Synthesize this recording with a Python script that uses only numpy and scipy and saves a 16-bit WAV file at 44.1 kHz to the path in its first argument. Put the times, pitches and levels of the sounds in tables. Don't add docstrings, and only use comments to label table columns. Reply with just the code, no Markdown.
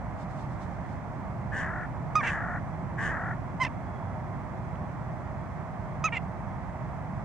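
import sys
import numpy as np
from scipy import signal
from scipy.fft import rfft, irfft
from scipy.io import wavfile
from scipy.ndimage import uniform_filter1d, map_coordinates

SR = 44100
rng = np.random.default_rng(int(sys.argv[2]) if len(sys.argv) > 2 else 0)


def unload_audio(sound):
    columns = np.transpose(np.atleast_2d(sound))
    steps = np.round(np.clip(columns, -1, 1) * 32767)
    wavfile.write(sys.argv[1], SR, steps.astype(np.int16))


N = 319284
T = np.arange(N) / SR
HZ = np.maximum(np.fft.rfftfreq(N, 1 / SR), 1)
CUTOFF_HZ = 15750


def from_db(db):
    return 10 ** (np.asarray(db) / 20)


def rms_one(x):
    return x / np.sqrt(np.mean(x ** 2) + 1e-20)


def at_hz(points, hz):
    f, value = np.transpose(points)
    return np.interp(np.log(hz), np.log(f), value)


def hump(t, centre, width):
    return np.exp(-((t - centre) / width) ** 2)


def gate(t, length, attack_s, release_s):
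    ramp = np.minimum(t / attack_s, (length - t) / release_s)
    return np.sin(np.pi / 2 * np.clip(ramp, 0, 1)) ** 2


def drift(rate_hz, size):
    f = np.fft.rfftfreq(size, 1 / SR)
    return rms_one(irfft(rfft(rng.standard_normal(size)) / (1 + (f / rate_hz) ** 2), size))


def resonate(x, hz, width_hz):
    r = np.exp(-np.pi * width_hz / SR)
    b = (1 - r * r) / 2 * np.array([1, 0, -1])
    a = [1, -2 * r * np.cos(2 * np.pi * hz / SR), r * r]
    return signal.lfilter(b, a, signal.lfilter(b, a, x))


def throat(x, spectrum):
    size = len(x)
    f = np.maximum(np.fft.rfftfreq(size, 1 / SR), 1)
    cepstrum = irfft(np.log(from_db(at_hz(spectrum, f))), size)
    cepstrum[1:size // 2] *= 2
    cepstrum[size // 2:] = 0
    ringing = irfft(rfft(x) * np.exp(rfft(cepstrum)), size)
    return ringing / np.sqrt(uniform_filter1d(ringing ** 2, size=900) + 1e-12)


def place(x, pan_db, lag_s):
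    turn = np.exp(-1j * np.pi * HZ * lag_s)
    left = irfft(rfft(x) / turn, N) * from_db(pan_db / 2)
    right = irfft(rfft(x) * turn, N) * from_db(-pan_db / 2)
    return np.array([left, right])


def air(spectrum, pan_db):
    # f/Hz, likeness
    likeness = [(30, -.2), (60, .3), (120, .7), (250, .6), (420, .5), (700, .85), (1200, .75), (2000, .5),
                (3500, .1), (15000, 0)]
    alike = at_hz(likeness, HZ)
    mid, side = rfft(rng.standard_normal((2, N))) * from_db(at_hz(spectrum, HZ))
    mid = irfft(mid, N)
    side = irfft(side * np.sqrt((1 - alike) / (1 + alike)), N)
    left = np.roll(mid + side, 3)
    return np.array([left, mid - side]) / np.std(mid) * from_db([[pan_db / 2], [-pan_db / 2]])


def field(x, scatter_db, t60_s):
    # delay/s, level/dB
    taps = [(0.012, -22), (0.035, -25), (.083, -32)]
    t = T[:SR // 2]
    scatter = rng.standard_normal((2, len(t))) * from_db(-60 * t / t60_s)
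    scatter *= from_db(scatter_db) / np.sqrt(np.sum(scatter[0] ** 2))
    dull = signal.sosfilt(signal.butter(1, 3500, fs=SR, output="sos"), x)
    echoes = sum(from_db(db) * np.interp(T - delay, T, dull, left=0) for delay, db in taps)
    return signal.fftconvolve(x[None], scatter, axes=1)[:, :N] + from_db(-6) * echoes


def hiss():
    # f/Hz, level/dB
    spectrum = [(3000, -30), (4000, 0), (6000, 0), (8000, -3), (10000, -9), (11000, -16), (12000, -30),
                (13200, -20), (14500, -14), (16000, -14)]
    return from_db(-73.5) * air(spectrum, pan_db=-0.5)


def wind():
    # f/Hz, level/dB
    spectrum = [(15, -40.5), (25, -23.5), (40, -3), (55, 7), (90, 8.5), (105, 9), (135, -5.5), (250, -56.5)]
    return from_db(-42.5) * air(spectrum, pan_db=-3.0)


def roads():
    # f/Hz, level/dB
    rumble = [(70, -51), (95, -10), (115, -1.5), (145, -0.5), (190, -4), (225, -10.5), (260, -11),
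              (330, -17), (370, -18), (410, -26.5), (500, -29.5), (700, -32), (1200, -92)]
    # f/Hz, level/dB
    rush = [(280, -21.5), (480, -10), (573, -5.5), (599, -7), (649, -0.5), (803, -2), (917, -2.5),
            (1110, -5.5), (1420, -13), (2060, -16.5), (2910, -35.5), (3380, -36), (4000, -45), (5200, -69),
            (8800, -120)]
    engines = from_db(-39.5 + 1.5 * hump(T, centre=2.9, width=2.54)) * air(rumble, pan_db=-2.5)
    tyres = from_db(-43 + 0.2 * drift(9, N)) * air(rush, pan_db=-4.0)
    return engines + tyres


def far_tones():
    # f/Hz, width/Hz, level/dB
    bands = [(372, 25, -63), (615, 10, -55), (6132, 90, -89)]
    drones = sum(from_db(db) * rms_one(resonate(rng.standard_normal(N), hz, width))
                 for hz, width, db in bands)
    swell = (T > 3.2) * from_db(-88.5 + 13.5 * hump(T, centre=3.97, width=.22))
    whistle = swell * rms_one(resonate(rng.standard_normal(N), hz=3335, width_hz=45))
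    return place(drones + whistle, pan_db=-1.5, lag_s=0)


def grass():
    # t/s, length/s, level/dB
    stirs = [(0.215, 0.044, -66), (0.316, .04, -70), (.405, 0.074, -66.5), (0.528, 0.054, -71),
             (0.625, 0.038, -66), (.72, 0.12, -75), (.91, .08, -72)]
    # f/Hz, level/dB
    rustle = [(2000, -17), (3000, 0.5), (5000, -2), (8000, -5.5), (10000, -14), (12000, -35)]
    swell = sum(from_db(db) * np.exp(-2 * ((T - at) / length) ** 2) for at, length, db in stirs)
    return swell * air(rustle, pan_db=-5.0)


def tick():
    # t/s, f/Hz, width/Hz, impulse level/dB
    click = (4.757, 2300, 1400, -22)
    at, hz, width, db = click
    return from_db(db) * resonate(signal.unit_impulse(N, round(at * SR)) + 1e-18, hz, width)


def rattle(voice, beak, rate_hz=43.55, sweep_octaves=.3, throb=.25):
    saw = np.cumsum(rate_hz * (1 + 0.027 * drift(22, len(voice)))) / SR % 1
    speed = 2 ** (sweep_octaves * (1 - .8 * beak) * (saw - .5))
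    tremolo = 1 - throb * (1 - beak) * np.cos(2 * np.pi * (saw - .1))
    return map_coordinates(voice, [np.cumsum(speed)], order=3) * tremolo


def caw(start, length, gain_db):
    # f/Hz, level/dB
    beak_wide = [(300, -5), (700, -6), (950, -6.5), (1150, 5), (1320, -14), (1570, 11), (1780, 9.5),
                 (2000, 2), (2250, -14), (2500, -12), (3000, -54)]
    # f/Hz, level/dB
    beak_narrow = [(350, -25), (560, -4), (680, -7), (840, -2), (1100, -11), (1400, 0), (1580, -8),
                   (1760, -1), (1980, -12), (2250, -26), (2800, -60)]
    # f/Hz, level/dB
    rasp_spectrum = [(2000, -30), (2600, -6), (2950, 0), (3400, -3), (3750, -6), (4150, -13), (4900, -8),
                     (5400, -10), (6100, -3), (6900, -9), (7600, -3), (8300, -10), (9100, -10),
                     (10500, -34)]
    low_hz, high_hz = 222.1, 356.7
    jitter, shimmer, hoarseness = .035, .25, .45
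    on = (T >= start) & (T <= start + length)
    size, t = on.sum(), T[on] - start
    progress = t / length
    beak = np.interp(progress, [.33, .56], [1, 0])
    pitch = low_hz + (high_hz - low_hz) / (1 + np.exp((.34 - progress) / .1))
    cycles = np.cumsum(pitch * (1 + jitter * (1 + 2 * beak) * drift(300, size))) / SR
    pulses = np.diff(np.floor(cycles), prepend=0)
    pulses = rms_one(pulses * np.exp(shimmer * rng.standard_normal(size)))
    puffs = rms_one(rng.standard_normal(size) * np.exp(-3 * (cycles % 1)))
    source = pulses + hoarseness * puffs
    voice = np.sqrt(beak) * throat(source, beak_wide) + np.sqrt(1 - beak) * throat(source, beak_narrow)
    voice = rattle(voice, beak)
    rasp = throat(pulses + puffs, rasp_spectrum)
    rasp += beak * resonate(rasp, hz=2960, width_hz=760)
    effort = hump(progress, centre=0.21, width=0.2)
    layers = np.array([from_db(-34 + 5 * effort) * voice, from_db(-72 + 22 * effort) * rasp])
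    out = np.zeros((2, N))
    out[:, on] = from_db(gain_db) * layers * gate(t, length, attack_s=0.019, release_s=0.046)
    return out


def crow():
    # t/s, length/s, gain/dB
    caws = [(1.512, 0.37, -4), (2.198, 0.41, -2.5), (2.97, .388, -2.5)]
    voice, rasp = sum(caw(*row) for row in caws)
    direct = place(voice + rasp, pan_db=1.5, lag_s=.00003)
    return direct + field(voice, scatter_db=-13, t60_s=.07) + field(rasp, scatter_db=-2, t60_s=.04)


def chack(start, length, top_hz, crest, fall_octaves, top_db, swell_db, fade_db, chest_db,
          first_treble_db, last_treble_db, rough, ring_hz, ring_db):
    # f/Hz, level/dB
    formants = [(400, -12.5), (700, -1.5), (1000, 1), (1300, -1.5), (1600, -5), (2100, 0), (2700, -6),
                (3200, -19), (4200, -26), (5100, -23.5), (6300, -27), (7700, -34), (10000, -40),
                (12000, -66)]
    scoop_octaves, chest_fade_db_per_s = 0.08, 238
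    bite_db, bite_s = 5.5, .008
    jitter, shimmer = .003 + .03 * rough ** 2, .3
    on = (T >= start) & (T <= start + length)
    size, t = on.sum(), T[on] - start
    before = np.maximum(1 - t / length / crest, 0)
    after = np.maximum((t / length - crest) / (1 - crest), 0)
    pitch = top_hz * 2 ** (-scoop_octaves * before ** 2 - fall_octaves * after ** 2.33)
    phase = 2 * np.pi * np.cumsum(pitch * (1 + jitter * drift(400, size))) / SR
    ratios = np.arange(1, 61)[:, None] / 2
    doubling = rough * np.interp(pitch, [450, 700], [.3, .7])
    hz = ratios * pitch
    low_db = chest_db - chest_fade_db_per_s * t
    treble_db = np.interp(t, [0, length], [first_treble_db, last_treble_db])
    treble_db += bite_db * np.exp(-t / bite_s)
    colour_db = at_hz(formants, hz) + ring_db * hump(hz, ring_hz, width=420)
    colour_db += low_db * np.interp(hz, [1400, 2150], [1, 0])
    colour_db += treble_db * np.interp(hz, [3000, 5000], [0, 1])
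    partials = from_db(colour_db) * np.where(ratios % 1, doubling, 1) * (hz < CUTOFF_HZ)
    waver = 1 + shimmer * (hz / 4500) ** 1.5 * np.array([drift(300, size) for _ in ratios])
    waver /= np.sqrt(np.mean(waver ** 2, axis=1, keepdims=True))
    offsets = rng.uniform(0, np.pi, ratios.shape)
    tone = np.sum(partials * waver * np.cos(ratios * phase + offsets), axis=0)
    breath = throat(rng.standard_normal(size), formants) * (1 + np.cos(phase))
    snap = from_db(first_treble_db - 0.5) * np.exp(-t / 0.0018)
    breath *= from_db(-32 + 24 * rough) + snap
    level = from_db(top_db - swell_db * before - fade_db * after)
    out = np.zeros(N)
    out[on] = level * (tone + breath) * gate(t, length, attack_s=0.0031, release_s=0.0025)
    return out


def jackdaw():
    # t/s, length/s, top pitch/Hz, crest/share of length, fall/octaves, level/dB, swell/dB,
    # fade/dB, chest/dB, first treble/dB, last treble/dB, roughness/0-1, beak ring/Hz, beak ring/dB
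    syllables = [(2.153, 0.062, 1253, 0.29, .25, -29.5, 1, 4, 16, 9.5, -14, 0.1, 5630, 15),
                 (2.232, 0.045, 465.5, 0.25, 0.2, -33, 3, -1, -0.5, -17, -12, 0.63, 6040, 12),
                 (2.271, 0.034, 690, 0.19, .25, -26.5, 5, 8, -13, -12, -13, 0.7, 6100, 14),
                 (3.599, 0.046, 1042, 0.4, 0.28, -23, 14.5, 5.5, 4.5, -6, 7, 0.18, 5590, 1),
                 (3.645, 0.018, 1030, 0.38, .1, -22.5, 8, 16, -5.5, -5, -7, 0.6, 5430, 7),
                 (3.66, 0.024, 904, 0.31, .45, -29.5, 12, 20, -3, -7, -9, 0.34, 5140, 5),
                 (6.039, 0.056, 1292, 0.38, 0.45, -19.5, 6.5, 18, 4, 1.5, -21, .14, 6400, 17),
                 (6.122, 0.042, 469, 0.27, 0.26, -29, 4, 6, -7, -28, -7, 0, 7500, 14),
                 (6.162, .023, 696, 0.43, 0.14, -23.5, 12, 12, -17, -12, -16, 0.35, 7200, 14)]
    calls = sum(chack(*row) for row in syllables)
    return place(calls, pan_db=-4.0, lag_s=-0.000015) + field(calls, scatter_db=-26, t60_s=0.09)


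def scene():
    return jackdaw() + crow() + wind() + roads() + far_tones() + grass() + tick() + hiss()


def record(dry):
    notched = signal.lfilter(*signal.iirnotch(12000, Q=5, fs=SR), dry)
    return signal.sosfilt(signal.ellip(12, .1, 80, CUTOFF_HZ, fs=SR, output="sos"), notched)


dry = scene()
out = record(dry)
unload_audio(out)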